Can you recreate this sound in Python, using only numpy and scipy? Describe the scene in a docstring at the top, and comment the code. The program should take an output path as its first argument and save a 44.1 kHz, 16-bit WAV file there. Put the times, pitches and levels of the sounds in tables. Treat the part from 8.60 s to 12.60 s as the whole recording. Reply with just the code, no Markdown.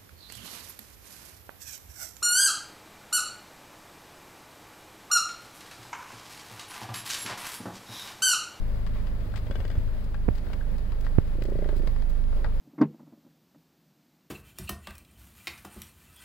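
"""Bison passing an idling car

A mountain road, stereo microphones at the car's open window, the herd on the left.
Two grunts, each a slow train of pulses ringing the throat: one open and raspy, one closed and deep.
Hooves clop and scuff grit on the asphalt over the engine's idle and a steady rush of air.
A few soft bumps land right on the right microphone."""
import sys
import numpy as np
from scipy import signal
from scipy.fft import rfft, irfft, next_fast_len
from scipy.io import wavfile
from scipy.ndimage import uniform_filter1d, minimum_filter1d, map_coordinates

SR = 44100
rng = np.random.default_rng(int(sys.argv[2]) if len(sys.argv) > 2 else 0)


def pcm_store(signal):
    """Save signal as 16-bit PCM."""
    levels = np.round(np.clip(np.atleast_2d(signal), -1, 1) * 32767)
    wavfile.write(sys.argv[1], SR, levels.astype(np.int16).T)


N = 176400

# colour of road grit, also of the hiss in a grunt: f/Hz, level/dB
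GRIT_COLOUR = [(300, -5), (900, 12.5), (2000, 10), (3200, 4.5), (4900, 2.5), (5800, -8), (8000, -10),
               (11000, -21.5), (16000, -14)]


def open_grunt():
    """An open-mouthed grunt: seven sharp, raspy pulses that slow markedly."""
    # effort: t/s, level/dB, mouth opening (1 = open)
    effort = [(.867, -8.5, 1.07), (.91, 2.5, 0.97), (.957, 2.5, 0.99), (1.003, 0, 0.95), (1.05, -.5, 1),
              (1.10, -1, .99), (1.16, -6.5, 0.98)]
    # throat resonances: f/Hz, level/dB, t60/s
    throat = [(199, -39, 0.043), (395, -36.5, 0.027), (467, -35.5, 0.032), (580, -34.5, 0.051),
              (1510, -46.5, 0.055), (1588, -40.5, 0.077), (1885, -43, 0.055), (2310, -51, 0.07),
              (2600, -53, 0.046), (3020, -43, 0.055), (3470, -45.5, 0.05), (4480, -57, .03),
              (4950, -45, 0.022), (6650, -51, 0.02), (8250, -53, 0.018)]
    return grunt(effort, throat, start_s=.8672, pulses=7, gap_s=.0422, gap_growth_s=.00186,
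                 closing_s=.00058, rasp=.35, rasp_s=.0015, hiss_db=-47.5)


def deep_grunt():
    """A closed, deep grunt: fifteen rounder pulses at an almost even pace."""
    # effort: t/s, level/dB, mouth opening (1 = open)
    effort = [(2.75, -8.5, 0.87), (2.785, -2, 0.87), (2.817, 0.5, 0.94), (2.852, -0.5, 0.95),
              (2.92, 3.5, 0.96), (3.02, 2.5, 1.023), (3.06, 1.5, 0.99), (3.092, 0, 1.05), (3.128, 0, 1),
              (3.162, -2.5, 0.6), (3.196, -0.5, 0.85), (3.233, -2.5, 0.96)]
    # throat resonances: f/Hz, level/dB, t60/s
    throat = [(153, -32, 0.068), (340, -28.5, 0.027), (395, -24.5, 0.038), (571, -27.5, 0.051),
              (1620, -55, .045), (1984, -49, 0.052)]
    return grunt(effort, throat, start_s=2.7505, pulses=15, gap_s=.0333, gap_growth_s=.00016,
                 closing_s=.0019, rasp=.12, rasp_s=.0036, hiss_db=-66.5)


def grunt(effort, throat, start_s, pulses, gap_s, gap_growth_s, closing_s, rasp, rasp_s, hiss_db):
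    """Flaps of the vocal folds ring the throat; a closing mouth makes them lower, duller and rougher."""
    times, levels, openings = np.transpose(effort)
    out, t = np.zeros(N), np.arange(SR // 10) / SR
    for k in range(pulses):
        s = start_s + gap_s * k + gap_growth_s * k * k / 2
        gain, opening = amp(np.interp(s, times, levels)), np.interp(s, times, openings)
        shut = max(1 - opening, 0)
        shifts = opening + .008 * rng.standard_normal(len(throat))
        tract = np.zeros(len(t))
        for (hz, db, t60), shift in zip(throat, shifts):
            muffle_db = 14 * shut * np.log2(hz / throat[1][0])
            tract += amp(db - muffle_db - 60 * t / t60) * np.sin(2 * np.pi * hz * shift * t)
        tract *= 1 - np.exp(-(t / closing_s) ** 2)
        puff = rng.standard_normal(len(t)) * t * np.exp(-t / rasp_s)
        rough = signal.fftconvolve(puff, tract)[:len(t)]
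        rough *= (rasp + 1.2 * shut) * np.linalg.norm(tract) / np.linalg.norm(rough)
        hiss = burst(GRIT_COLOUR, rise_s=.00089, decay_s=.003, tail_db=-20, tail_s=.016, spiky=.48)
        add(out, s - closing_s / 2, gain * (rough - tract))
        add(out, s, gain * amp(hiss_db) * hiss)
    return out


def clops(ring_octaves=.11):
    """Hooves strike asphalt: each a ringing knock of horn, a dull thud and a gritty crack."""
    # steps: t/s, level/dB, ring f/Hz, relative thud/dB, relative crack/dB, ring boost/dB
    steps = [(0.265, -48, 1460, -20, 11, -2), (0.7395, -33, 1450, -6, -10, 4), (1.114, -41, 1830, 1, 2, 12),
             (1.288, -42, 1490, -10, -20, 10), (1.5441, -32.5, 1640, -13, -9, 3),
             (1.868, -42, 1700, -4, -18, 0), (1.901, -39, 1490, -6, -11, -1),
             (2.0097, -34.5, 1640, -23, -30, 12), (2.320, -39.5, 1200, 3, -3, 0),
             (2.4661, -31, 1870, -14, -11, -2), (3.044, -36.5, 1800, -20, -15, -3),
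             (3.089, -32.5, 1470, 1, -6.5, -10), (3.274, -37, 1080, 9.5, -22, 0),
             (3.362, -41.5, 1600, -13, -1.5, -7), (3.421, -39.5, 1600, -1, -1, -3.5),
             (3.727, -40, 1440, 2, -23, -1), (3.8445, -26, 1600, -2.5, -12, -1),
             (3.863, -34.5, 1100, 0, -12, 0)]
    # colour of horn: multiple of the ring frequency, level/dB
    horn_colour = [(.2, -16), (.5, -2), (.8, -3), (1, 4.5), (1.15, -2), (1.35, -21), (3, -21), (3.7, -57),
                   (9, -59)]
    # colour of the thud: f/Hz, level/dB
    thud_colour = [(100, 15), (300, 0), (650, 5), (1200, -11), (3000, -67)]
    out = np.zeros(N)
    for s, db, ring_hz, thud_db, crack_db, ring_db in steps:
        horn = [(ring_hz * k, level + ring_db * np.exp(-(np.log2(k) / ring_octaves) ** 2))
                for k, level in horn_colour]
        knock = burst(horn, rise_s=.00021, decay_s=.00095, tail_db=-14, tail_s=.01, spiky=.06)
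        thud = burst(thud_colour, rise_s=.00029, decay_s=.0043, tail_db=-26, tail_s=.016, spiky=.12)
        crack = burst(GRIT_COLOUR, rise_s=.00051, decay_s=.00089, tail_db=-16, tail_s=.011, spiky=.13)
        add(out, s, amp(db) * (knock + amp(thud_db) * thud + amp(crack_db) * crack))
    return out


def scuffs():
    """Grit crunches under the hooves."""
    # crunches: t/s, level/dB, length/s, treble tilt/(dB per octave)
    crunches = [(.272, -42.5, 0.0076, 1.5), (.345, -49.5, .11, -1), (.47, -47, 0.026, 0),
                (0.759, -37, 0.011, 1.5), (0.772, -42.5, 0.032, 3), (1.079, -45, 0.0097, 4.5),
                (1.442, -51.5, 0.015, 8), (1.752, -49.5, 0.032, 6.5), (1.779, -46.5, 0.019, 3.5),
                (1.9327, -36.5, 0.011, 0.3), (2.182, -47.5, 0.0086, 6), (2.409, -43.5, 0.0063, 8),
                (2.447, -48.5, 0.038, 1), (2.822, -38, 0.0077, 2), (2.837, -43, 0.0078, 8.5),
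                (2.854, -46, 0.013, 3), (2.900, -47, 0.0042, 8), (3.164, -51, 0.059, 6.5),
                (3.273, -37.5, 0.0091, 1.5), (3.496, -50, 0.033, 9.5)]
    out = np.zeros(N)
    for s, db, length, tilt in crunches:
        colour = [(hz, level + tilt * np.log2(hz)) for hz, level in GRIT_COLOUR]
        crunch = burst(colour, rise_s=.13 * length, decay_s=.41 * length,
                       tail_db=-36, tail_s=.026, spiky=.4)
        add(out, s - .099 * length, amp(db) * crunch)
    return out


def stones(level_db=-58, count=60):
    """Small stones tick at random as they shift under the rest of the herd."""
    out = np.zeros(N)
    for when, size in rng.random((count, 2)):
        tick = burst(GRIT_COLOUR, rise_s=.0011, decay_s=.0038, tail_db=-21, tail_s=.0067, spiky=.7)
        add(out, when * N / SR, amp(level_db + 10 * size ** 2) * tick)
    return out


def swell():
    """A soft, dull rush grows and fades around the last step."""
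    # rise and fall: t/s, level/dB
    levels = [(3.68, -83), (3.77, -45), (3.84, -50), (3.88, -51.5), (3.98, -68)]
    # colour of the rush: f/Hz, level/dB
    colour = [(200, -25), (420, 5), (600, 1), (850, -11), (1300, -13), (4000, -52)]
    rush = filtered(rng.standard_normal(N), lambda hz: amp(along(colour, hz)))
    return amp(curves(levels)[0]) * rush / np.sqrt(np.mean(rush ** 2))


def engine(firing_hz=26, drift_rad=.2, right_lag_rad=1.0):
    """The idle under the microphones: a strong firing fundamental and slightly unsteady orders."""
    # firing fundamental: t/s, left level/dB, right level/dB
    boom_levels = [(0, -25, -30), (.5, -31, -25.5), (1.3, -25, -32), (1.9, -37.5, -26.5), (2.5, -31, -24.5),
                   (3.0, -31, -23.5), (3.5, -32.5, -21), (4, -23.5, -23.5)]
    # engine orders: multiple of the firing rate (rounded below to quarters), level/dB
    order_levels = [(.75, -59), (2, -36.5), (3, -46.5), (5, -58.5), (6, -53.5), (7, -57), (7.5, -58.5),
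                    (9.5, -60.5), (14.6, -66)]
    # hum at four times the firing rate: t/s, level/dB
    hum_levels = [(0, -44), (.5, -41.5), (1.2, -40.5), (1.4, -48), (2.6, -43.5), (4, -48.5)]
    phase = 2 * np.pi * firing_hz * np.arange(N) / SR
    boom = amp(curves(boom_levels) - 2 * wobble(5.3)) * np.sin([phase, phase - right_lag_rad])
    orders = np.zeros(N)
    for multiple, db in order_levels:
        gain = amp(db + 1.1 * wobble(5))
        offset = 2 * np.pi * rng.random() + drift_rad * wobble(4)
        orders += gain * np.sin(round(multiple * 4) / 4 * phase + offset)
    hum = amp(curves(hum_levels)[0]) * np.sin(4 * phase + drift_rad * wobble(4))
    return np.sqrt(2) * (boom + orders + hum)


def bumps(left_leak_db=-32, build_s=.0014):
    """Dull pops on the right microphone: pressure builds, then lets go."""
    # pops: t/s, level/dB, low-pass f/Hz
    pops = [(0.9, -20, 700), (1.179, -12, 50.5), (1.275, -24, 109), (1.6835, -9, 1000), (1.6879, -4, 2590),
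            (1.704, -17.5, 90), (2.5853, 2.5, 1700)]
    # colour of a pop before the low-pass: f/Hz, level/dB
    colour = [(20, -14.5), (45, -3), (80, 5), (120, 2.5), (240, -2), (340, 0), (680, -6.5), (1300, -12.5),
              (2400, -11), (3300, -26), (5000, -42)]
    out, t = np.zeros(N), np.arange(SR // 100) / SR
    push = np.convolve(np.exp(-t / build_s)[::-1], ring(colour))
    for s, db, cutoff_hz in pops:
        pop = signal.lfilter(*signal.butter(2, cutoff_hz, fs=SR), push)
        add(out, s - t[-1], -amp(db) * pop / np.abs(pop).max())
    return np.array([amp(left_leak_db) * out, out])


def thrum(centre_s=1, half_length_s=.03, hz=80, glide_hz_per_s=-60):
    """A brief, slightly falling low tone, mostly on the right."""
    t = np.arange(N) / SR - centre_s
    tone = np.sin(2 * np.pi * (hz + glide_hz_per_s * t / 2) * t)
    return amp([[-41.5], [-25.5]]) * np.exp(-(t / half_length_s) ** 2) * tone


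def roadside(x):
    """A short, thin stereo echo from car, road and bushes."""
    # echo decay: f/Hz, t60/s
    decay = [(200, 0.32), (2000, 0.21), (10000, 0.075)]
    hz, t, spectra = signal.stft(rng.standard_normal((2, SR // 3)), SR, nperseg=256)
    tail = signal.istft(spectra * amp(-60 * t / along(decay, hz)[:, None]), SR, nperseg=256)[1]
    return signal.fftconvolve(x[None], tail / np.linalg.norm(tail[0]), axes=1)[:, :N]


def air(flutter_db=.83):
    """Steady rush of the car and the valley beyond, alike on both microphones in the upper bass."""
    # noise density: f/Hz, left level/dB, right level/dB
    density = [(15, -51, -67), (68.5, -55.5, -60), (98.5, -59, -60.5), (132, -69, -70), (185, -64, -69.5),
               (249, -70.5, -70), (336, -76, -80.5), (440, -74.5, -80.5), (606, -74.5, -77.5),
               (666, -81, -84), (1030, -83.5, -86.5), (1860, -86, -91.5), (2720, -91.5, -101),
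               (5050, -95.5, -106), (5350, -103, -110), (8900, -104, -116), (13400, -103, -107),
               (15800, -100, -109)]
    # likeness of left and right: f/Hz, correlation
    likeness = [(40, 0), (130, 1), (290, 0.82), (640, 0.73), (1400, 0.12), (3100, 0), (6800, 0)]
    # slow rise and fall: t/s, level/dB
    levels = [(0, 0), (.4, -0.5), (1.0, -0.5), (1.5, -2), (2.2, -1.5), (2.7, -1.5), (3.3, 0.5),
              (3.65, -2.5), (3.83, -0.5), (4, 0)]

    def mid_side_gains(hz):
        angle = np.arccos(along(likeness, hz)) / 2
        return np.array([np.cos(angle), np.sin(angle)])

    mid, side = filtered(rng.standard_normal((2, N)), mid_side_gains)
    colours = [np.array(density)[:, [0, channel]] for channel in (1, 2)]
    pair = filtered(np.array([mid + side, mid - side]), lambda hz: amp([along(c, hz) for c in colours]))
    return np.sqrt(SR / 2) * pair * amp(curves(levels)[0] + flutter_db * wobble(14))


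def burst(colour, rise_s, decay_s, tail_db, tail_s, spiky):
    """A crack of grainy noise with a weaker tail; spiky sets how uneven the grains are."""
    t = np.arange(SR // 6) / SR
    noise = rng.standard_normal(len(t))
    grains = np.repeat(rng.standard_normal(len(t)), 16)[:len(t)].clip(-2, 2)
    shape = (1 - np.exp(-t / rise_s)) * (np.exp(-t / decay_s) + amp(tail_db) * np.exp(-t / tail_s))
    sound = signal.fftconvolve(noise * np.exp(spiky * grains) * shape, ring(colour))
    return sound / np.linalg.norm(sound) * np.linalg.norm(shape) / shape.max()


def ring(colour, size=4096):
    """Minimum-phase impulse response of energy 1 with the given colour."""
    cepstrum = irfft(np.log(amp(along(colour, np.fft.rfftfreq(size, 1 / SR)))))
    cepstrum[1:size // 2] *= 2
    cepstrum[size // 2 + 1:] = 0
    impulse = irfft(np.exp(rfft(cepstrum)))
    return impulse / np.linalg.norm(impulse)


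def amp(db):
    """Gain of a level in dB."""
    return 10 ** (np.asarray(db) / 20)


def along(points, hz):
    """Rows of f/Hz, value, read on a log frequency axis."""
    freqs, values = np.transpose(points)
    return np.interp(np.log(hz + 1), np.log(freqs + 1), values)


def curves(rows):
    """One value per sample for each column after the time."""
    times, *columns = np.transpose(rows)
    return np.array([np.interp(np.arange(N) / SR, times, c) for c in columns])


def wobble(rate):
    """A smooth random curve, rate knots a second."""
    return map_coordinates(rng.standard_normal(int(N * rate / SR) + 4), [np.arange(N) * rate / SR])


def filtered(x, response):
    """x through a gain given as a function of frequency."""
    size = next_fast_len(N + SR // 2)
    return irfft(rfft(x, size) * response(np.fft.rfftfreq(size, 1 / SR)), size)[..., :N]


def add(track, s, sound):
    """Mix a sound into a track at time s."""
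    part = track[round(s * SR):][:len(sound)]
    part += sound[:len(part)]


def scene(echo_db=-16.5):
    """At the window the left microphone faces the herd; the right one is shaded from it."""
    # shading of the right microphone: f/Hz, level/dB
    shade = [(100, 1), (500, -4), (1200, -13), (1900, -8), (2600, -16), (5000, -31), (15000, -17)]
    herd = open_grunt() + deep_grunt() + clops() + scuffs() + stones() + swell()
    left, right = herd + amp(echo_db) * roadside(herd)
    right = filtered(right, lambda hz: amp(along(shade, hz)))
    return np.array([left, right]) + engine() + air() + bumps() + thrum()


def record(dry, ceiling=.88, hold_s=.068, top_hz=15850):
    """Each channel has a limiter that holds and recovers after a peak; then the band limit."""
    size = int(hold_s * SR)
    needed = np.minimum(1, ceiling / (np.abs(dry) + 1e-9))
    held = minimum_filter1d(needed, size, axis=1, origin=(size - 1) // 2)
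    gain = np.minimum(held, uniform_filter1d(held, size, axis=1, origin=(size - 1) // 2))
    return filtered(dry * gain, lambda hz: hz < top_hz)


dry = scene()
out = record(dry)
pcm_store(out)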